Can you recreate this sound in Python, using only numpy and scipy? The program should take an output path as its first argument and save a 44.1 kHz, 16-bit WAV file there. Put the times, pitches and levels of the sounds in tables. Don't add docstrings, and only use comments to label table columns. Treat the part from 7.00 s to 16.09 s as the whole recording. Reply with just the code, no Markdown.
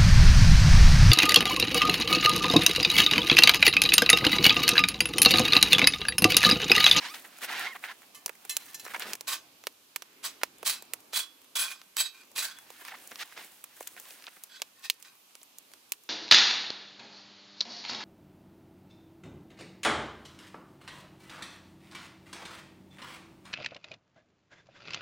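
import sys
import numpy as np
from scipy import signal
from scipy.fft import rfft, irfft, next_fast_len
from scipy.io import wavfile
from scipy.ndimage import uniform_filter1d

SR = 44100
rng = np.random.default_rng(int(sys.argv[2]) if len(sys.argv) > 2 else 0)


def put_to_file(sound):
    columns = np.atleast_2d(sound).T
    safe = np.clip(columns, -1, 1)
    whole_steps = np.round(safe * 32767)
    wavfile.write(sys.argv[1], SR, whole_steps.astype(np.int16))


N = 400869

# hz, gain_db
FIRE_SPECTRUM = [(15, -71), (25, -28.5), (178, -6), (284, -0.5), (427, -3.5), (1170, -2.5), (1270, -4.5),
                 (1910, -7), (2590, -2), (8590, -9), (11000, -8), (15200, -7), (17000, -38)]
# hz, left_right_correlation (0-1)
FIRE_LIKENESS = [(100, 0.95), (290, 0.99), (640, 0.086), (15000, 0.17)]
# start_s, level_db
ROAR = [(0, 4.5), (1, 5.5), (2, 3.5), (3, 4.5), (4, 3), (5, -2), (6, 3.5), (7, -2), (8, 0), (9.09, -4)]
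FIRE_DB = -58.5

# start_s, level_db (2.5-6 kHz), low_db (.3-1 kHz), mid_db (1-2.5 kHz), high_db (6-15 kHz), all three relative
# to level_db, pan_db (left minus right)
CRACKS = [(0.1435, -27.5, -30, -14, -18, 8), (0.2475, -46, -9, 6, -10, -3),
          (0.3721, -44, -18, -10, -6, 0.0), (0.3848, -44, -8, 1, 3.5, -4), (0.5786, -35, -7, 7, -10, -2.0),
          (0.61, -29, -14, 3, -13, -1), (0.8386, -36.5, -23, 9, -18, -2), (1.0184, -49.5, -13, 2.5, 0, -1),
          (1.26, -21, -13.5, -17, -1.5, -2.5), (1.2787, -33, -14, -6, -7, -1),
          (1.293, -31.5, -0.5, 2, -6, -5.5), (1.4501, -37.5, -5, -3, -1.5, -3),
          (1.5669, -17.5, -23, -14, -1, -6.5), (1.8507, -37.5, -13, 1, -6, -5),
          (1.8634, -40.5, 0, 7, -13, -2), (1.8797, -38, -10, 5, -14, -2), (1.9363, -34, -27, -1, -9, -1),
          (1.9444, -30, -21, 7.5, -15, 2), (1.9618, -33, -6, 8.5, -11, -1.5), (1.9956, -36, -10, -2, 4, -2),
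          (2.0212, -21.5, -22, -11, -24, 1), (2.1327, -20, -29, -15, -7, -3),
          (2.1522, -29, -17, -12, -6, 0), (2.2084, -30, -10.5, -10, -4, -4),
          (2.6377, -37.5, -13, -6, -11, -3), (2.6688, -19, -15, -9.5, -9.5, -2.0),
          (2.9601, -18.5, -23, -10.5, -7, -5.5), (3.021, -28, -19, -11.5, -10, -7.0),
          (3.4328, -11, -16.5, -8.5, -11.5, -4.5), (3.6284, -31.5, 5.5, -3, -6.5, -3.5),
          (3.8225, -34, -12, -13, -5, -1.5), (3.9347, -24.5, -13.5, -6.5, 1, -5.5),
          (4.1317, -25, -18, -9, -13, -2.5), (4.556, -25.5, -21, -19, -14, -4),
          (4.815, -39, -17, -8, -12, -0.5), (4.9674, -21.5, -26, -9, -3, -4),
          (5.234, -48, -32, -6, -16, -3.0), (5.3153, -48.5, -5, -4, -3, -2.5),
          (5.3795, -21.5, -22, -9.5, -7.5, -3.5), (5.5862, -45.5, -21, -1, 2, -5.5),
          (5.7031, -38.5, -5, -20, -6, -3.0), (5.8164, -46, 2.5, 3, -6, -1.0),
          (5.8497, -38.5, -18, -0.5, -19, -2.0), (5.882, -33.5, -10, 1.5, -10, -2),
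          (6.0736, -52, -14, -11, 14, -1.0), (6.1162, -34, -12, -6, -24, 0),
          (6.1566, -30, -27, -14, -15, 0.0), (6.323, -45, -16, 2, -16, -1.0),
          (6.3746, -38.5, -6, -1, -17, -1.5), (6.6399, -33, -22, -9.5, -1, -3.5),
          (6.8072, -40, 1, -1.5, -3, -2), (6.8269, -37, -18, -15, -4, 0.5),
          (6.8726, -29.5, -28, -20, 0.5, 4), (6.9646, -44, -1, 2.5, -4, -1.0),
          (6.998, -37.5, -27, -21, 1, 0), (7.0532, -37, -21, -9, -17, 2),
          (7.1068, -34.5, -14, -23, -18, 1.5), (7.2225, -40, -23, -10, -20, 0.0),
          (7.2401, -36.5, -27, -6, -21, 1.0), (7.2669, -29, -25, -9, -26, 1.5),
          (7.2804, -38, -13, -3, -18, -1.0), (7.436, -32.5, -19, -14.5, -1, -1),
          (7.5984, -48, 0, 2, -5, -3.0), (7.6179, -15, -20.5, -15, -14, -2.5),
          (7.8987, -6, -38, -26.5, -13, -2), (8.025, -39.5, -29, -17, -3.5, -12),
          (8.3522, -40, -15, -6, -5, -2.5), (8.4147, -40, -13, -18, -18, -2.5),
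          (8.5838, -39, -27, -21, 2, -3), (8.7154, -45, -19, -11, -10, -1),
          (8.7357, -40, -21, -12, -6.5, -4), (8.9199, -18.5, -28, -21, -1.5, -3),
          (8.9344, -39, -28, -8.5, -13, -9)]
# from_hz, to_hz
CRACK_BANDS = [(2500, 6000), (370, 1000), (1000, 2500), (6000, 16500)]

# start_s, attack_s, hold_s, fall_db_per_s,
# level_db, then relative to it crisp_db, thud_db, swish_db
BURSTS = [(0.0, 0.05, .005, 240, -37.5, 1.5, -34, -26), (.135, 0.0078, .003, 310, -40.5, 0, -22, -14),
          (.242, 0.0049, .002, 470.5, -45.5, -20, -23, -19), (.403, 0.042, .002, 851, -34, -2.5, -16, -6),
          (.468, 0.023, 0.17, 272, -33.5, -6, -21, -18), (.74, 0.023, .002, 2000, -33.5, -30, -33, -25),
          (.82, 0.026, .003, 270, -38, -10, -30, -14), (.865, 0.02, 0.032, 1100, -39.5, -11, -35, -17),
          (.158, .006, .003, 900, -42, -8, -24, -14), (.918, .004, .002, 1500, -43, -10, -28, -18),
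          (.945, .004, .002, 1200, -56, -15, -18, -12), (2.0, .005, .003, 1200, -38, -8, -25, -16),
          (1.02, 0.011, .003, 600, -55, -23, -24, -13), (1.44, .01, .002, 1000, -54, 0, -18, -10),
          (1.685, 0.015, .003, 470, -54, 0, -23, 1), (1.845, 0.031, 0.0076, 250, -46.5, -14.5, -24, -19),
          (1.895, 0.015, 0.0097, 1200, -41.5, -14, -20, -16), (1.325, 0.0045, .002, 900, -58, -8, -12, -2),
          (1.938, 0.011, 0.0018, 1200, -30, -24, -33, -20), (1.99, 0.03, .003, 232, -38, -5, -25, -11),
          (2.04, 0.013, 0.088, 1900, -45.5, 0, -2.5, -7), (3.412, .003, .002, 1500, -43, -6, -20, -20),
          (5.558, 0.0047, 0.0018, 213, -56, -5, -30, -9), (5.805, 0.0084, .003, 650, -43.5, -22, -28, -14),
          (5.843, 0.0061, .075, 600, -47, -2.5, -33, -18), (5.915, .006, 0.0021, 1400, -38, -23, -30, -25),
          (5.935, 0.0079, .002, 700, -43, -17, -30, -16), (6.108, 0.015, .002, 1300, -42, -13, -6.5, -25),
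          (6.18, 0.03, 0.021, 2000, -37, 1.5, -38, -12), (6.315, .011, .002, 800, -54, -13, -22, -16),
          (6.36, 0.01, .01, 190, -42, -2.5, -16, -18), (6.8, .006, .003, 198, -55, -8, -22, 3),
          (6.865, 0.0077, 0.0018, 1100, -49.5, 1, -29, -5), (6.77, 0.0037, .002, 1200, -53, -15, -25, -15),
          (6.97, 0.0044, .003, 900, -44.5, -8, -20, -14), (7.362, .006, .006, 900, -58, -15, -6, -12),
          (7.268, 0.013, .002, 2000, -38.5, -12, -24, -20)]
# start_s, twigs_db, thud_db, swish_db (cloth)
RUSTLE = [
    [(0.0, -47, -63, -55), (.2, -62.5, -67, -54), (.4, -55.5, -72, -64), (.7, -59, -64, -61.5),
     (.95, -68, -78, -63), (1.1, -81, -71, -71), (1.4, -71, -71, -64.5), (1.6, -55.5, -80, -53.5),
     (1.8, -62, -67, -61), (1.9, -55, -61, -56.5), (2.15, -59, -58, -58), (2.18, -89, -82, -82)],
    [(5.55, -72, -82, -64), (5.75, -58, -84, -62), (5.83, -55.5, -86, -57.5), (5.95, -57.5, -62, -59.5),
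     (6.1, -60.5, -67, -55), (6.3, -56.5, -76, -61), (6.45, -60.5, -65, -55), (6.6, -67, -80, -64),
     (6.8, -62.5, -85, -62), (7.0, -60.5, -65, -55), (7.1, -54.5, -74, -51), (7.2, -58.5, -65.5, -63),
     (7.33, -63, -86, -61), (7.48, -69, -80, -68)],
]
# hz, gain_db
TWIG_SPECTRUM = [(180, -36), (300, -21), (662, -12.5), (730, -3.5), (1180, -13), (1370, -3.5), (1810, -0.5),
                 (4000, -19.5), (5200, -36), (8800, -120)]
RUSTLE_CRISP_DB, FEET_PAN_DB = 0, 1.7

# start_s, pitch_hz, fundamental_db, overtone_db (the first),
# fall_db (per further overtone)
SQUEAKS = [
    [(0.03, 450, -60, -56, 0), (0.05, 779, -59, -43, 3), (0.075, 958, -62, -51, 3),
     (0.1, 1153, -49, -52, -1), (0.12, 1255, -49, -55, 4), (0.135, 1260, -56, -64, 10)],
    [(0.655, 905, -57, -47, 12), (0.675, 1090, -48, -34, 12), (0.69, 1040, -53, -45, 14),
     (0.717, 1110, -52, -44, 16), (0.74, 880, -66, -49, 12)],
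    [(5.925, 602, -57, -60, 10), (5.94, 908, -45, -56, 10), (5.958, 1513, -58, -62, 10)],
]

# start_s, level_db, t60_ms (decay of the chatter), low_db (low partials, before an offset)
TAPS = [(1.1466, -39.5, 165, -9), (1.4948, -22.5, 136, -15.5), (1.5994, -45.5, 150, -8),
        (1.6806, -48, 110, -1.5), (1.7436, -29, 58, -12.5), (1.7959, -31, 49, -12), (1.8454, -39, 83, -10),
        (1.9949, -40, 100, -10)]
# mode_hz, width_hz, level_db
TIN_MODES = [(1170, 29, -6), (1770, 29, -4), (2080, 38, -7), (2610, 42, -5), (3040, 110, -10),
             (3430, 47, -9), (4080, 31, 0), (4590, 21, -11), (4980, 55, -9), (5650, 51, -1), (6300, 33, -2),
             (6730, 92, -5), (7000, 27, -5), (7450, 52, -3), (7870, 47, -9), (8420, 37, -9), (8670, 33, -9),
             (8890, 38, -9), (10100, 110, -6), (10800, 160, -13), (11400, 52, -9), (12200, 41, -10),
             (12500, 72, -6), (14600, 75, -13)]

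# start_s, attack_s, hold_s, fall_db_per_s, level_db,
# ring_db (share of steel), bright_db, weight_db (balances before offsets and the effect of drag level),
# sing_hz (mode left singing by the grip), sing_db (its lift)
STROKES = [(2.268, .012, 0.049, 333, -29, -4, -4, -9, 1090, 15.5),
           (3.225, 0.026, 0.0047, 321, -30.5, -5, -4, -7, 3380, 2),
           (3.645, .017, 0.042, 274, -29, -2.5, -1.5, -8, 2450, 0.5),
           (4.122, 0.028, 0.041, 319, -28, -3, -2, -7.5, 3380, 4.5),
           (4.552, 0.0041, 0.014, 300, -28.5, -3, -2.5, -7, 3380, 7),
           (4.565, 0.032, 0.0037, 196, -27, 3.5, -0.5, -7, 2450, 0),
           (4.67, 0.0079, 0.043, 900, -41, -5, -4, -4.5, 2450, 14),
           (4.962, 0.018, .02, 294, -26.5, 4.5, -1.5, -9, 3840, 6),
           (5.11, 0.017, 0.087, 502, -62.5, 1, -3, 0.5, 2450, 18),
           (5.35, 0.029, 0.019, 330, -31.5, -0.5, -2.5, -9, 3400, 4),
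           (5.42, 0.0048, 0.01, 250, -29.5, -5.5, -2, -7, 1550, 17.5),
           (5.5, .02, .06, 300, -62, 3, -12, 0, 3380, 17),
           (7.49, 0.0079, 0.066, 500, -52.5, 4.5, -15, -10, 1550, 12),
           (7.74, 0.07, .02, 900, -67, 6, -15, -2, 1830, 19),
           (7.82, 0.025, 0.014, 900, -40, -1, -8.5, -8, 1830, 17),
           (8.04, 0.013, 0.023, 272, -53, -3.5, -10, -5.5, 1830, 12)]
# from_hz, to_hz
STROKE_BANDS = [(7000, 17000), (2000, 7000), (800, 2000), (150, 800)]
# hz, gain_db
GRIT_SPECTRUM = [(150, -17), (700, -7.5), (1300, 6.5), (2000, -2), (4000, 2), (7000, -1.5), (11000, -5),
                 (15500, -6.5)]
# mode_hz, width_hz, level_db
BLADE_MODES = [(1550, 110, -5), (2450, 78, -2), (2620, 29, -5), (3140, 59, -6), (3380, 45, 0),
               (3840, 32, 0), (4030, 54, -4), (4470, 48, -2), (4790, 32, -8), (4950, 39, -4),
               (5290, 26, -5), (6300, 35, -2), (7180, 30, -8), (7390, 51, -10), (7680, 28, -7),
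               (7900, 58, -1), (8820, 160, -12), (9470, 41, -4), (9870, 45, -1), (10300, 31, -6),
               (10600, 48, -8), (11800, 59, -10), (12000, 37, -10), (13300, 84, -13), (13500, 48, -11),
               (13800, 67, -10), (14000, 54, -5), (14300, 87, -7), (1090, 70, -6), (1830, 80, -9)]
DULLING, FILLING = 0.3, 0.13

# hz, side_minus_mid_db
GRAIN_WIDTH = [(200, -24), (1000, -15.5), (4000, -4.5), (12000, -15)]
# hz, left_minus_right_db
LEFT_PORT = [(200, 0), (700, -2.5), (1300, -4), (2400, -4), (4400, -2.5), (8000, 0.1), (15000, -1.5)]
FIRESIDE_LAG_US, FEET_LAG_US = 15.4, -16
TOP_HZ = 15900


def undb(db):
    return 10 ** (np.asarray(db) / 20)


def unit(x):
    return x / np.sqrt(np.mean(x ** 2))


def along(table, hz):
    at, value = np.transpose(table)
    return np.interp(np.log(np.maximum(hz, 1)), np.log(at), value)


def colour(x, table):
    size = next_fast_len(N)
    hz = np.arange(size // 2 + 1) * SR / size
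    return irfft(rfft(x, size) * undb(along(table, hz)), size)[..., :N]


def band(x, lo_hz, hi_hz, order=2):
    return signal.sosfilt(signal.butter(order, [lo_hz, hi_hz], "band", fs=SR, output="sos"), x)


def columns(tables, rest):
    out = np.outer(rest, np.ones(N))
    for table in tables:
        s, *values = np.transpose(table)
        span = slice(int(s[0] * SR), int(s[-1] * SR))
        for k, v in enumerate(values):
            out[k, span] = np.interp(np.arange(N)[span] / SR, s, v)
    return uniform_filter1d(out, 64)


def gestures(rows):
    s = np.arange(N) / SR
    out = np.zeros((len(rows[0]) - 3, N))
    out[0] = -150
    for at, attack, hold, fall, db, *rest in rows:
        span = slice(int(at * SR), int((at + attack + hold + 80 / fall) * SR))
        t = s[span] - at
        fade_db = fall * np.maximum(t - attack - hold, 0)
        swell_db = 20 * np.log10(np.clip(t / attack, .001, 1))
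        under = fade_db - swell_db
        louder = db - under > out[0, span]
        settings = [v + 0 * t for v in rest]
        out[:, span] = np.where(louder, [db - under, under] + settings, out[:, span])
    return uniform_filter1d(out, 64)


def walk(rate):
    k = int(SR / rate)
    steps = np.repeat(rng.standard_normal(N // k + 1), k)
    return 1.65 * uniform_filter1d(uniform_filter1d(steps, k), k)[:N]


def grains(rate, spread_db):
    chance = rng.random((2, N)) < rate / SR
    sizes = undb(spread_db * rng.exponential(size=(2, N)))
    mid, side = chance * rng.standard_normal((2, N)) * sizes
    return unit(mid) + colour(unit(side), GRAIN_WIDTH) * np.array([[1], [-1]])


def pan(db):
    return undb(np.array([db, -db]) / 2)


def lag(x, us):
    size = next_fast_len(N)
    hz = np.arange(size // 2 + 1) * SR / size
    turn = np.exp(-2j * np.pi * hz * us * 1e-6)
    return np.array([irfft(rfft(x[0], size) * turn, size)[:N], x[1]])


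def ring(drive, modes, narrow, free_width_hz, free_db, wander_db, sing_hz=1., sing_db=0.):
    out = 0
    for hz, width, db in modes:
        push = drive * undb(wander_db * walk(7))
        if hz < 4000:
            singing = np.abs(sing_hz - hz) < .055 * hz
            push = np.where(singing, undb(sing_db) * drive, push)
        touched = signal.lfilter(*signal.iirpeak(hz, hz / (narrow * width), fs=SR), push)
        free_width = free_width_hz * (1 + (hz / 4500) ** 2)
        free = signal.lfilter(*signal.iirpeak(hz, hz / free_width, fs=SR), push)
        out = out + undb(db) * pan(5.5 * walk(2.27)) * (touched + undb(free_db) * free)
    return out


def fire():
    s, roar_db = np.transpose(ROAR)
    roar_db = np.interp(np.arange(N) / SR, s, roar_db)
    out, swell = 0, walk(2.7)
    for hz in 25 * 2 ** np.arange(0, 9.5, .5):
        mid, side = band(rng.standard_normal((2, N)), hz / 2 ** .25, hz * 2 ** .25)
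        like = np.clip(along(FIRE_LIKENESS, hz), 0, 1)
        flames_db = (roar_db + 2.0 * swell + 2.4 * walk(5)) / (1 + hz / 900)
        flicker_db = flames_db + 0.86 * walk(18)
        stereo = np.sqrt(1 + like) * mid + np.sqrt(1 - like) * side * np.array([[1], [-1]])
        out = out + undb(flicker_db) * stereo
    return unit(colour(out, FIRE_SPECTRUM)) * undb(FIRE_DB)


def embers():
    rows = []
    for t, a, b, c, d, p in rng.random((int(7 * N / SR), 6)):
        rows.append((t * N / SR, -62 + 11 * a ** 3, -25 + 16 * b, -12 + 14 * c, -4 + 12 * d, 8 * p - 6.5))
    return cracks(rows)


def cracks(rows):
    size = 3000
    s = np.arange(size) / SR - .001
    push = np.zeros((4, 2, N + size))
    scatter = undb(-23.0) * np.exp(-(s / 0.0051) ** 2) + undb(-40.5) * np.exp(-s / 0.015)
    splinter = undb(-10.0) * np.exp(-np.abs(s) / 0.00027)
    own_noise = np.array([0.071, 0.056, 1.0, 1.0])[:, None, None]
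    for at, db, low_db, mid_db, high_db, pan_db in rows:
        noise = rng.standard_normal((3, size))
        pulse = np.sign(noise[0, 0]) * (np.arange(size) == np.argmin(np.abs(s)))
        snap = pulse + splinter * noise[0]
        tail = np.where(s > 0, scatter, 0) * (noise[0] + own_noise * noise[1:])
        gains = undb(db + np.array([0, low_db + 14.5, mid_db + 8.5, high_db + 2.5]))
        i = int(at * SR)
        push[:, :, i:i + size] += gains[:, None, None] * pan(pan_db + 2.0)[:, None] * (snap + tail)
    return undb(13.5) * sum(band(p[:, :N], *edge, order=3) for p, edge in zip(push, CRACK_BANDS))


def chirps(rate):
    out = np.zeros(N + SR)
    for at, pitch, glide, length, size in rng.random((int(rate * N / SR), 5)):
        s = np.arange(int((0.0099 + 0.019 * length) * SR)) / SR
        hz = 950 * 2 ** (1.3 * pitch) * (1 + 22 * (glide - .5) * s)
        i = int(at * N)
        phase = 2 * np.pi * np.cumsum(hz) / SR
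        tone = np.sin(phase) + 0.18 * np.sin(2 * phase)
        out[i:i + len(s)] += undb(10 * size) * np.hanning(len(s)) * tone
    return unit(out[:N])


def shuffle():
    burst_db, _, crisp_db, thud_db, swish_db = gestures(BURSTS)
    twigs, ground, cloth = undb(columns(RUSTLE, [-120, -120, -120]))
    rasp = grains(12000, 1.4)
    crisp_level = np.hypot(undb(burst_db + crisp_db), undb(RUSTLE_CRISP_DB) * twigs)
    crisp = crisp_level * unit(band(rasp, 2040, 5730))
    creaking = undb(-3.5) * unit(colour(rasp, TWIG_SPECTRUM)) + undb(-8.5) * chirps(220)
    crunch = np.hypot(undb(burst_db), twigs) * creaking
    thud_level = np.hypot(undb(burst_db + thud_db), ground)
    thud = unit(band(grains(900, 2.15), 184, 860, order=3)) * thud_level
    swish_level = np.hypot(undb(burst_db + swish_db), cloth)
    swish = unit(band(grains(9000, 2.78), 6800, 19400)) * swish_level
    twig_sound = (crunch + undb(-3.5) * crisp) * undb(1.12 * walk(90)) * pan(FEET_PAN_DB)[:, None]
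    return twig_sound + thud + swish * undb(2.5 + 1.94 * walk(40))


def squeaks():
    hz, first_db, over_db, fall_db = columns(SQUEAKS, [1000, -120, -120, 0])
    phase = 2 * np.pi * np.cumsum(hz * (1 + 0.015 * walk(250))) / SR
    overtones = 0
    for k in range(4):
        level = undb(over_db - k * fall_db + 1.7 * walk(101.1))
        overtones = overtones + level * np.sin((k + 2) * phase)
    fundamental = undb(first_db + 2.2 * walk(104.0)) * np.sin(phase)
    return np.sqrt(2) * (fundamental + overtones)


def tin():
    s = np.arange(N) / SR
    high = low = 0
    for at, db, t60_ms, low_db in TAPS:
        knock = undb(db - 60 * np.maximum(s - at, 0) / (t60_ms / 1000)) * (s >= at)
        high = high + knock
        low = low + undb(low_db + 15.5) * knock
    rattle = grains(9000, 1.0)
    chatter = high * band(rattle, 3000, 16000, order=3)
    drive = chatter + low * band(rattle, 600, 3000, order=3)
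    partials = ring(drive.mean(axis=0), TIN_MODES, narrow=1.1, free_width_hz=4., free_db=5., wander_db=2.2)
    return undb(-10) * chatter + undb(-19) * drive + undb(3) * partials


def blade():
    level_db, under_db, ring_db, bright_db, weight_db, sing_hz, sing_db = gestures(STROKES)
    under_db = np.minimum(under_db, 30)
    bright_db = bright_db - DULLING * under_db
    weight_db = weight_db + FILLING * under_db
    grit = grains(14000, 2.7) * undb(level_db + 2.1 * walk(90))
    top, middle, low, thump = (band(grit, *edge, order=3) for edge in STROKE_BANDS)
    balanced = middle + undb(bright_db + 5.0) * top + undb(weight_db + 3.5) * low + undb(-3.5) * thump
    grit = colour(balanced, GRIT_SPECTRUM)
    steel = ring(undb(ring_db) * grit.mean(axis=0), BLADE_MODES, narrow=.8, free_width_hz=3.5,
                 free_db=-2.5, wander_db=2.5, sing_hz=sing_hz, sing_db=sing_db)
    s = np.arange(6000) / SR
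    plate = rng.standard_normal(len(s)) + 0.8 * rng.standard_normal((2, len(s)))
    plate = plate * undb(-60 * s / 0.14)
    lesser = signal.fftconvolve(grit, plate / np.linalg.norm(plate[0]), axes=1)[:, :N]
    return undb(-0.5) * grit + undb(-6.0) * lesser + undb(8.5) * steel


def scene():
    at_fire = embers() + cracks(CRACKS) + blade() + tin()
    feet = shuffle() + squeaks()
    return fire() + lag(at_fire, FIRESIDE_LAG_US) + lag(feet, FEET_LAG_US)


def record(dry):
    left = colour(dry[0], [(hz, db / 2) for hz, db in LEFT_PORT])
    right = colour(dry[1], [(hz, -db / 2) for hz, db in LEFT_PORT])
    ports = signal.sosfilt(signal.butter(2, 45, "high", fs=SR, output="sos"), [left, right])
    rounded = np.tanh(1.242 * ports) / 1.346
    return signal.sosfilt(signal.ellip(8, .2, 70, TOP_HZ, fs=SR, output="sos"), rounded)


dry = scene()
out = record(dry)
put_to_file(out)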